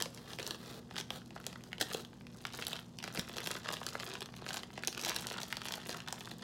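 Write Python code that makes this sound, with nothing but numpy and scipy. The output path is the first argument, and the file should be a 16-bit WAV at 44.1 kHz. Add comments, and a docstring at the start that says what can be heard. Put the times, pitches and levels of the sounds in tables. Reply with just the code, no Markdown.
"""A stiff plastic biscuit packet crackles as scissors snip off its top and two hands turn it and pick at it.
Each crease is a buckling instability: an impulse excites a facet and the packet, and bending-wave
dispersion makes it a tiny falling chirp, over a rustle of smaller ones. Shaped noise gives the cuts and
sliding blades, decaying sines the knocks of the tray. A small workshop adds reflections, air and hum."""
import sys
import numpy as np
from scipy import signal
from scipy.fft import rfft, irfft
from scipy.io import wavfile

SR = 44100
rng = np.random.default_rng(int(sys.argv[2]) if len(sys.argv) > 2 else 0)


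def to_wav(s):
    """Save 16-bit WAV."""
    ch = np.atleast_2d(s).T  # columns
    pcm = np.round(np.clip(ch, -1, 1) * 32767)  # PCM
    wavfile.write(sys.argv[1], SR, pcm.astype(np.int16))


N = 283947  # samples in the scene

# Loud single creases:
# (time [s], relative level [dB], facet pitch [Hz], relative low ring of the packet [dB])
LOUD_CREASES = [(0.0109, -33.5, 3960, 6), (.023, -23.5, 5300, -13), (0.0572, -37, 3520, -2),
                (0.1465, -43.5, 7500, -8), (0.1749, -43, 3000, -6), (0.333, -37, 4500, 0),
                (0.387, -33, 2170, -3), (0.397, -37, 3100, -2), (0.4014, -35.5, 2440, 1),
                (.4282, -36, 5200, -5), (0.4658, -32, 4970, -12), (0.4757, -34.5, 7500, 0),
                (0.5082, -29, 3500, -3), (0.5458, -40.5, 2800, 4), (0.9098, -42.5, 2520, 8.5),
                (0.9579, -37, 2500, -4), (0.965, -32.5, 2050, -11), (0.9806, -31.5, 3070, -1.5),
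                (0.984, -31, 3080, -13), (1.0002, -35, 3680, 0), (1.0103, -35, 3500, -14),
                (1.1046, -29, 2820, -0.5), (1.2172, -49, 2500, -15), (1.26, -53.5, 6100, -12),
                (1.306, -46.5, 2890, 5.5), (1.3628, -34.5, 970, -12), (1.3774, -46, 2080, 0),
                (1.4003, -45, 1600, -8), (1.4412, -44, 3000, -14), (1.466, -29.5, 5950, -2),
                (1.5283, -43, 3050, 2.5), (1.558, -39, 1710, -4), (1.6073, -51, 1700, -10),
                (1.6377, -45, 4580, 3), (1.718, -48, 2680, 4), (1.73, -32, 2100, -14),
                (1.782, -40, 2970, 0), (1.8258, -30.5, 3600, 0), (1.934, -32.5, 4440, -16),
                (1.946, -32, 3600, 4.5), (2.049, -41.5, 3660, -14), (2.131, -49.5, 1670, -42),
                (2.2096, -48, 2040, -15), (2.268, -44, 2560, -8), (2.452, -28, 1930, -23),
                (2.4691, -39.5, 3700, -17), (2.544, -41.5, 1900, -10), (2.5882, -36.5, 1740, 2),
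                (2.6237, -31.5, 2520, -10), (2.651, -40, 4000, -18), (2.668, -27.5, 5060, -28),
                (2.6815, -35, 11500, -2), (2.7164, -40, 2600, -14), (2.731, -28.5, 2800, -4.5),
                (2.7646, -38.5, 3700, -17), (2.7907, -39, 2350, -10), (2.987, -36, 3400, -16),
                (3.002, -42, 2500, -12), (3.0272, -37, 2530, -14), (3.04, -32, 3650, -22),
                (3.077, -35, 2450, 4), (3.1743, -30.5, 2340, 0.5), (3.1945, -27, 4750, -3.5),
                (3.295, -40.5, 2580, 7), (3.3678, -35.5, 3900, 4), (3.3827, -30, 3050, -1),
                (3.4032, -36.5, 1900, -6), (3.4614, -33, 4100, -4), (3.4725, -27.5, 3520, -0.5),
                (3.507, -33.5, 1530, -3), (3.5133, -29.5, 4900, -10), (3.5525, -35, 2000, 4),
                (3.5676, -36.5, 1300, -8), (3.688, -27.5, 1900, -1.5), (3.7026, -35.5, 1960, 8),
                (3.7338, -35, 4800, -6), (3.7388, -33, 4220, -1), (3.7684, -37, 3020, -12),
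                (3.814, -42, 1910, 13), (3.8313, -38, 2800, -12), (3.8654, -28.5, 6100, -2),
                (3.888, -34, 3200, -24), (3.9529, -28, 1260, -6), (3.999, -34, 3140, -6),
                (4.032, -34.5, 1980, 1), (4.1064, -41, 2200, -8), (4.1371, -38, 4930, 1),
                (4.153, -33.5, 1640, -8), (4.17, -45, 2600, 7), (4.2068, -37, 4600, -1),
                (4.219, -33, 2240, -0.5), (4.2261, -36.5, 3460, -19), (4.2587, -39.5, 3770, -16),
                (4.2886, -43.5, 1600, -7), (4.3397, -42, 1850, -16), (4.3663, -43.5, 4640, -6),
                (4.4641, -32.5, 2070, -5), (4.489, -32.5, 2800, -22), (4.506, -31, 1900, -11),
                (4.543, -36.5, 3300, -1), (4.57, -32.5, 2570, -1.5), (4.633, -36, 2650, -1),
                (4.704, -44.5, 1880, -15), (4.777, -36.5, 2430, 7), (4.8354, -30, 2370, -11),
                (4.8488, -37, 3720, -15), (4.8738, -22.5, 6900, -7.5), (4.8805, -28.5, 4100, -3),
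                (4.9276, -37.5, 3970, -23), (4.948, -38, 3100, -10), (4.977, -32.5, 3080, -17),
                (4.9946, -35, 3300, -6), (5.0141, -34.5, 6300, -20), (5.0366, -34, 3600, -9),
                (5.0489, -27, 4230, -18), (5.0628, -31.5, 4450, -3), (5.0893, -29.5, 3630, -4.5),
                (5.0948, -27, 5470, -11), (5.117, -32, 1910, -6), (5.163, -26, 4800, -6.5),
                (5.2694, -30.5, 5730, -12), (5.3012, -35.5, 4400, -14), (5.3117, -36, 1930, 6.5),
                (5.3205, -37, 2000, -9), (5.341, -38.5, 3100, -11), (5.381, -36.5, 2400, -5),
                (5.384, -34, 2400, -10), (5.403, -39, 4900, -18), (5.4165, -35, 3170, -10),
                (5.432, -33, 5900, -1), (5.5043, -41.5, 2700, -14), (5.5262, -26, 2600, -41),
                (5.569, -31, 3940, -3.5), (5.6171, -34, 2660, -49), (5.6546, -33, 3740, -1),
                (5.6617, -40, 3300, -12), (5.6848, -32.5, 4070, -7), (5.722, -32, 5400, -4),
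                (5.7385, -31, 3600, -15), (5.893, -33, 4800, 4.5), (5.946, -40, 2400, 0),
                (5.9696, -42, 4200, -14), (6.0032, -37, 3060, -20), (6.0761, -35.5, 1940, -20),
                (6.0846, -33.5, 2970, -0.5), (6.1258, -30, 5100, 0), (6.207, -39.5, 3900, 3.5),
                (6.274, -37.5, 1830, -3), (6.314, -38.5, 3450, 3.5)]
# Blades shearing through the sealed seam: (time [s], length [s], level [dB rms])
SEAM_CUTS = [(.001, 0.0055, -37), (0.966, 0.049, -49.5), (1.798, 0.0099, -43), (1.809, 0.0094, -28.5),
             (1.819, 0.0055, -40)]
# Knocks of the filled tray: (time [s], level [dB], settled pitch [Hz], 60 dB decay time [s])
TRAY_KNOCKS = [(.06, -35, 537, 0.039), (0.394, -39, 510, 0.044), (1.813, -32, 367, 0.031),
               (1.818, -32, 298, 0.04), (1.9473, -31, 453, 0.033), (3.187, -29.5, 320, 0.015),
               (3.191, -27.5, 172, 0.027), (3.19, -46, 81, 0.06), (4.423, -27, 553, 0.0038),
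               (4.886, -37, 370, 0.014), (5.893, -34, 473, .03)]
# Film sliding along the blades: (start [s], end [s], level at full swell [dB])
BLADE_SLIDES = [(0.097, 0.264, -61), (0.258, 0.348, -54.5), (0.369, 0.564, -51.5), (0.562, 0.801, -54.5),
                (1.092, 1.186, -51.5), (1.635, 1.693, -62), (1.878, 2.02, -52)]
# Squeezes of the packet, by blades or fingers: (start [s], hold [s], relative rustle level [dB])
SQUEEZES = [(.01, 0.025, -52.5), (0.155, 0.02, -59), (0.303, 0.015, -52), (0.407, 0.046, -56),
            (0.652, 0.074, -56), (0.949, 0.019, -54.5), (1.132, 0.034, -60.5), (1.364, 0.16, -61.5),
            (1.904, 0.06, -48), (2.35, 0.13, -60), (2.545, 0.082, -48), (2.69, 0.079, -51),
            (3.036, 0.038, -52), (3.151, 0.032, -48), (3.284, 0.045, -52), (3.373, 0.19, -48.5),
            (3.662, 0.06, -45), (3.79, 0.17, -53), (3.992, 0.15, -49.5), (4.367, 0.05, -58.5),
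            (4.493, 0.06, -44.5), (4.743, 0.11, -56.5), (4.97, 0.067, -49), (5.065, 0.094, -42),
            (5.177, 0.24, -49), (5.488, 0.14, -55), (5.675, 0.1, -48), (5.83, 0.17, -54),
            (5.89, 0.036, -46), (6.074, 0.24, -54), (6.437, .02, -49.5)]
# Spectral shape of the film: (frequency [Hz], relative level [dB])
FILM_TONE = [(100, -49), (330, 7.5), (550, 2), (800, 11.5), (1150, 1.5), (1450, 5), (1800, -1),
             (2300, -4.5), (3500, -2.5), (5000, -5), (7500, -7.5), (8600, -9), (12000, -7.5), (16000, -11)]
# Spectral shape of a cut: (frequency [Hz], relative level [dB])
SHEAR_TONE = [(100, -23), (300, -4), (430, 0.5), (600, -10), (820, 2), (1100, -13), (1500, -2), (1850, -1),
              (2360, -14), (3100, -4.5), (5000, -4.5), (8500, -12), (15000, -20)]
# Spectral shape of the sliding: (frequency [Hz], relative level [dB])
SLIDE_TONE = [(100, -12), (450, 8.5), (1000, -1), (1500, 1), (2300, -11), (3800, -0.5), (6000, -10.5),
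              (9000, -12.5), (12000, -14.5), (16000, -16)]
# Spectral shape of the ventilation: (frequency [Hz], relative level [dB])
AIR_TONE = [(25, -27), (58, -4), (100, -4.5), (130, 1), (195, 4.5), (260, -6), (370, -7), (520, -14),
            (1000, -19.5), (2000, -47), (5000, -29.5), (16000, -48)]
# Mains and fan lines: (frequency [Hz], level [dB rms])
HUM_LINES = [(120, -61.5), (166.2, -67), (240, -60.5), (480, -74.5)]
# Spectral shape of the reverberant tail: (frequency [Hz], relative level [dB])
WALL_TONE = [(100, 4), (400, 10), (700, 8.5), (1200, 8), (2200, 5.5), (4000, 7), (8000, 5), (15000, 3.5)]
# Spectral shape of the nearby scatter: (frequency [Hz], relative level [dB])
NEAR_TONE = [(300, -9.0), (4000, -4.5), (16000, -18.5)]

AIR_DB = -54.5  # ventilation, dB rms
GRAIN, LEAD = 512, 64  # samples in one crease, and of those before its snap
PACKET_Q, RING_SPREAD = .85, .25  # resonance of the packet; random spread of its log frequency
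SQUEEZE_ATTACK_S, SQUEEZE_RELEASE_S = 0.034, 0.039  # time constants of the grip tightening, film relaxing
RESTING_DB = -68.5  # relative rustle level of the packet merely held
TOP_HZ = 16000  # upper edge of the final band


def undb(db):
    """Decibel law: amplitude gain is ten to the power dB/20."""
    return 10 ** (np.asarray(db) / 20)


def unit(x):
    """Power normalization: scale to rms 1."""
    return x / np.sqrt(np.mean(x ** 2))


def tone(points, hz):
    """Frequency response: gain interpolated in dB over log frequency."""
    table_hz, db = np.transpose(points)
    return undb(np.interp(np.log(hz + 1), np.log(table_hz), db))


def colour(x, points):
    """Linear filtering: the spectrum is multiplied by a tabulated gain."""
    return irfft(rfft(x) * tone(points, np.fft.rfftfreq(len(x), 1 / SR)), len(x))


def add(out, s, sound):
    """Superposition: mix a sound in at time s."""
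    i = int(np.clip(s * SR, 0, N - 1))
    out[i:i + len(sound)] += sound[:N - i]


def workshop(waver=0.025):
    """Stationary background: shaped ventilation noise plus sines whose phase wavers (in radians)."""
    t = np.arange(N) / SR
    out = undb(AIR_DB) * unit(colour(rng.standard_normal(N), AIR_TONE))
    for hz, db in HUM_LINES:
        drift = np.interp(t, np.linspace(0, t[-1], 32), rng.standard_normal(32))
        phase = 2 * np.pi * (hz * t + rng.random()) + waver * drift
        out += undb(db) * np.sqrt(2) * np.sin(phase)
    return out


def effort(times):
    """Power summation: squeezes that tighten, hold and relax add to the resting rustle (relative dB)."""
    power = undb(RESTING_DB) ** 2
    for start, hold, db in SQUEEZES:
        before = np.maximum(start - times, 0) / SQUEEZE_ATTACK_S
        after = np.maximum(times - start - hold, 0) / SQUEEZE_RELEASE_S
        power = power + (undb(db) * np.exp(-before - after)) ** 2
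    return 10 * np.log10(power)


def buckling(count, gain_db, scatter_db, facet_hz, spread, body_db, tighten=0.0055):
    """Tension raises pitch: random creases grow louder and higher as harder handling pulls the film taut."""
    times = (np.arange(count) + rng.uniform(0, 2, count)) * N / SR / count
    size, pitch, ring = np.clip(rng.standard_normal((count, 3)), -2, 2).T
    effort_db = effort(times)
    tension = tighten * (effort_db - np.median(effort_db))
    hz = np.clip(facet_hz * np.exp(spread * pitch + tension), 700, 12500)
    return times, effort_db + gain_db + scatter_db * size, hz, body_db + 3 * ring


def snaps(times, db, facet_hz, body_db, q, flutter, flutter_s, bend_s, reach, creep=0.2, creep_s=0.00032,
          slip=0.34, body_hz=560, body_lag_s=0.001433, second=0.7, step_s=0.000498):
    """Dispersive impulse response: a kick excites facet and packet, and bending waves bring the lows late."""
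    t, f = (np.arange(GRAIN) - LEAD) / SR, np.fft.rfftfreq(GRAIN, 1 / SR) + 1

    # the fold creeps, snaps, and the kick echoes between neighbouring folds
    creeping = creep * np.exp(-abs(t) / creep_s)
    fluttering = flutter * np.exp(-abs(t) / flutter_s)
    kick = np.where(t < 0, creeping, fluttering) * rng.standard_normal((len(times), GRAIN))
    kick[:, LEAD] = 1

    # folds give way in two steps; their gap and the second's share colour each snap differently
    gap, share = rng.random((len(times), 2)).T
    gap_s = (step_s * (.5 + gap))[:, None]
    steps = 1 + (second * share)[:, None] * np.exp(-2j * np.pi * f * gap_s)

    # a large facet turns over slowly, so its treble ends a few multiples above its pitch
    ratio = f / facet_hz[:, None]
    resonance = 1 / (1 + 1j * q * (ratio - 1 / ratio))
    facet = resonance / (1 + 1j * np.sqrt(2) * ratio / reach - (ratio / reach) ** 2)
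    # well below its pitch the air just slips round the facet
    facet = facet / (1 - 1j * slip / ratio)

    detune = np.exp(rng.uniform(-RING_SPREAD, RING_SPREAD, (len(times), 1)))
    ratio = f / (body_hz * detune)
    body = np.exp(-2j * np.pi * f * body_lag_s) / (1 + 1j * PACKET_Q * (ratio - 1 / ratio))

    # delay is bend_s at 1 kHz and goes as one over the root of frequency
    spread = np.exp(-4j * np.pi * bend_s * np.sqrt(f * 1000))
    bent = rfft(kick) * steps * spread * tone(FILM_TONE, f)
    film, packet = (irfft(bent * shape) for shape in (facet, body))
    film, packet = (v / np.linalg.norm(v, axis=1, keepdims=True) for v in (film, packet))
    waves = undb(db)[:, None] * (film + undb(body_db)[:, None] * packet)
    out = np.zeros(N)
    for s, wave in zip(times, waves):
        add(out, s - LEAD / SR, wave)
    return out


def rustle():
    """Statistical superposition: a dense bed of tiny creases of random size and pitch."""
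    folds = buckling(count=1600, gain_db=18.5, scatter_db=4.5, facet_hz=3320, spread=0.59, body_db=-7)
    return snaps(*folds, q=1.06, flutter=0.07, flutter_s=0.0042, bend_s=0.001247, reach=2.2)


def crackle():
    """Sparse random impulses: a few dozen middling creases a second stand out of each squeeze."""
    folds = buckling(count=260, gain_db=21.5, scatter_db=3.0, facet_hz=3280, spread=0.41, body_db=-3.5)
    return snaps(*folds, q=1.3, flutter=0.074, flutter_s=0.0027, bend_s=0.001004, reach=2.6,
                 creep=0.19, creep_s=0.00063)


def scissors(grit_db=5):
    """Fracture noise: blades break the seam in a rush of tiny fractures of random strength."""
    out = np.zeros(N)
    for s, length, db in SEAM_CUTS:
        n = int(length * SR)
        strength = undb(grit_db * rng.standard_normal(n))
        fractures = rng.standard_normal(n) * strength
        cut = colour(fractures, SHEAR_TONE) * np.sqrt(np.hanning(n))
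        add(out, s, undb(db) * unit(cut))
    return out


def creases(gain_db=17, ring_db=-5, reach=4.2, sharpen=0.41):
    """Snap-through buckling: single loud folds, brighter the harder they let go."""
    s, db, hz, body_db = np.transpose(LOUD_CREASES)
    reaches = reach * undb(sharpen * (db - np.median(db)))[:, None]
    return snaps(s, db + gain_db, hz, body_db + ring_db, q=1.22, flutter=0.058, flutter_s=0.0026,
                 bend_s=0.000908, reach=reaches)


def tray(sag=0.11, sag_s=0.00068):
    """Damped oscillation: short knocks whose pitch sinks as the plastic gives."""
    out, t = np.zeros(N), np.arange(SR // 10) / SR
    for s, db, hz, t60 in TRAY_KNOCKS:
        # pitch starts a fraction sag above its settled value
        phase = 2 * np.pi * hz * (t + sag * sag_s * (1 - np.exp(-t / sag_s)))
        add(out, s, undb(db) * np.sin(phase) * np.exp(-np.log(1000) * t / t60))
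    return out


def slides(rise=0.24, release=0.035, grain_db=3.5):
    """Friction noise: a soft, grainy hiss swells as the blades slide and stops when they grip."""
    out = np.zeros(N)
    catches = np.repeat(rng.standard_normal(N // LEAD + 1), LEAD)[:N]
    hiss = unit(colour(rng.standard_normal(N) * undb(grain_db * catches), SLIDE_TONE))
    for start, end, db in BLADE_SLIDES:
        # rise and release are fractions of the slide
        progress = (np.arange(N) / SR - start) / (end - start)
        out += undb(db) * np.clip(np.minimum(progress / rise, (1 - progress) / release), 0, 1)
    return out * hiss


def answer(wet_db=-11.0, t60_low=0.28, t60_high=0.27, build_s=0.0017, near_db=-13, near_s=0.002):
    """Room impulse response: scatter from hands, chest and bench, plus a tail losing treble slightly sooner."""
    t = np.arange(SR // 2) / SR
    low, high = (signal.sosfilt(signal.butter(2, 4500, side, fs=SR, output="sos"),
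                                rng.standard_normal(len(t))) for side in ("low", "high"))
    tail = low * np.exp(-np.log(1000) * t / t60_low) + high * np.exp(-np.log(1000) * t / t60_high)
    tail = colour(tail * (1 - np.exp(-t / build_s)), WALL_TONE)
    near = colour(rng.standard_normal(len(t)) * np.sqrt(t) * np.exp(-t / near_s), NEAR_TONE)
    return undb(wet_db) * tail / np.linalg.norm(tail) + undb(near_db) * near / np.linalg.norm(near)


def room(x, count=32):
    """Time-varying convolution: the packet keeps moving, so each span stirs a different reflection pattern."""
    out = x.copy()
    for span in np.array_split(np.arange(N), count):
        add(out, span[0] / SR, signal.fftconvolve(x[span], answer()))
    return out


def scene():
    """Radiation efficiency: thin film radiates little bass, so it is high-passed above the tray's limit."""
    film = creases() + crackle() + rustle() + scissors() + slides()
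    film = signal.sosfilt(signal.butter(2, 170, "high", fs=SR, output="sos"), film)
    knocks = signal.sosfilt(signal.butter(2, 65, "high", fs=SR, output="sos"), tray())
    return (room(film + knocks) + workshop())[None]


def record(dry):
    """Band limiting: a steep elliptic low-pass cuts the top."""
    return signal.sosfilt(signal.ellip(10, .2, 70, TOP_HZ, fs=SR, output="sos"), dry)


dry = scene()
out = record(dry)
to_wav(out)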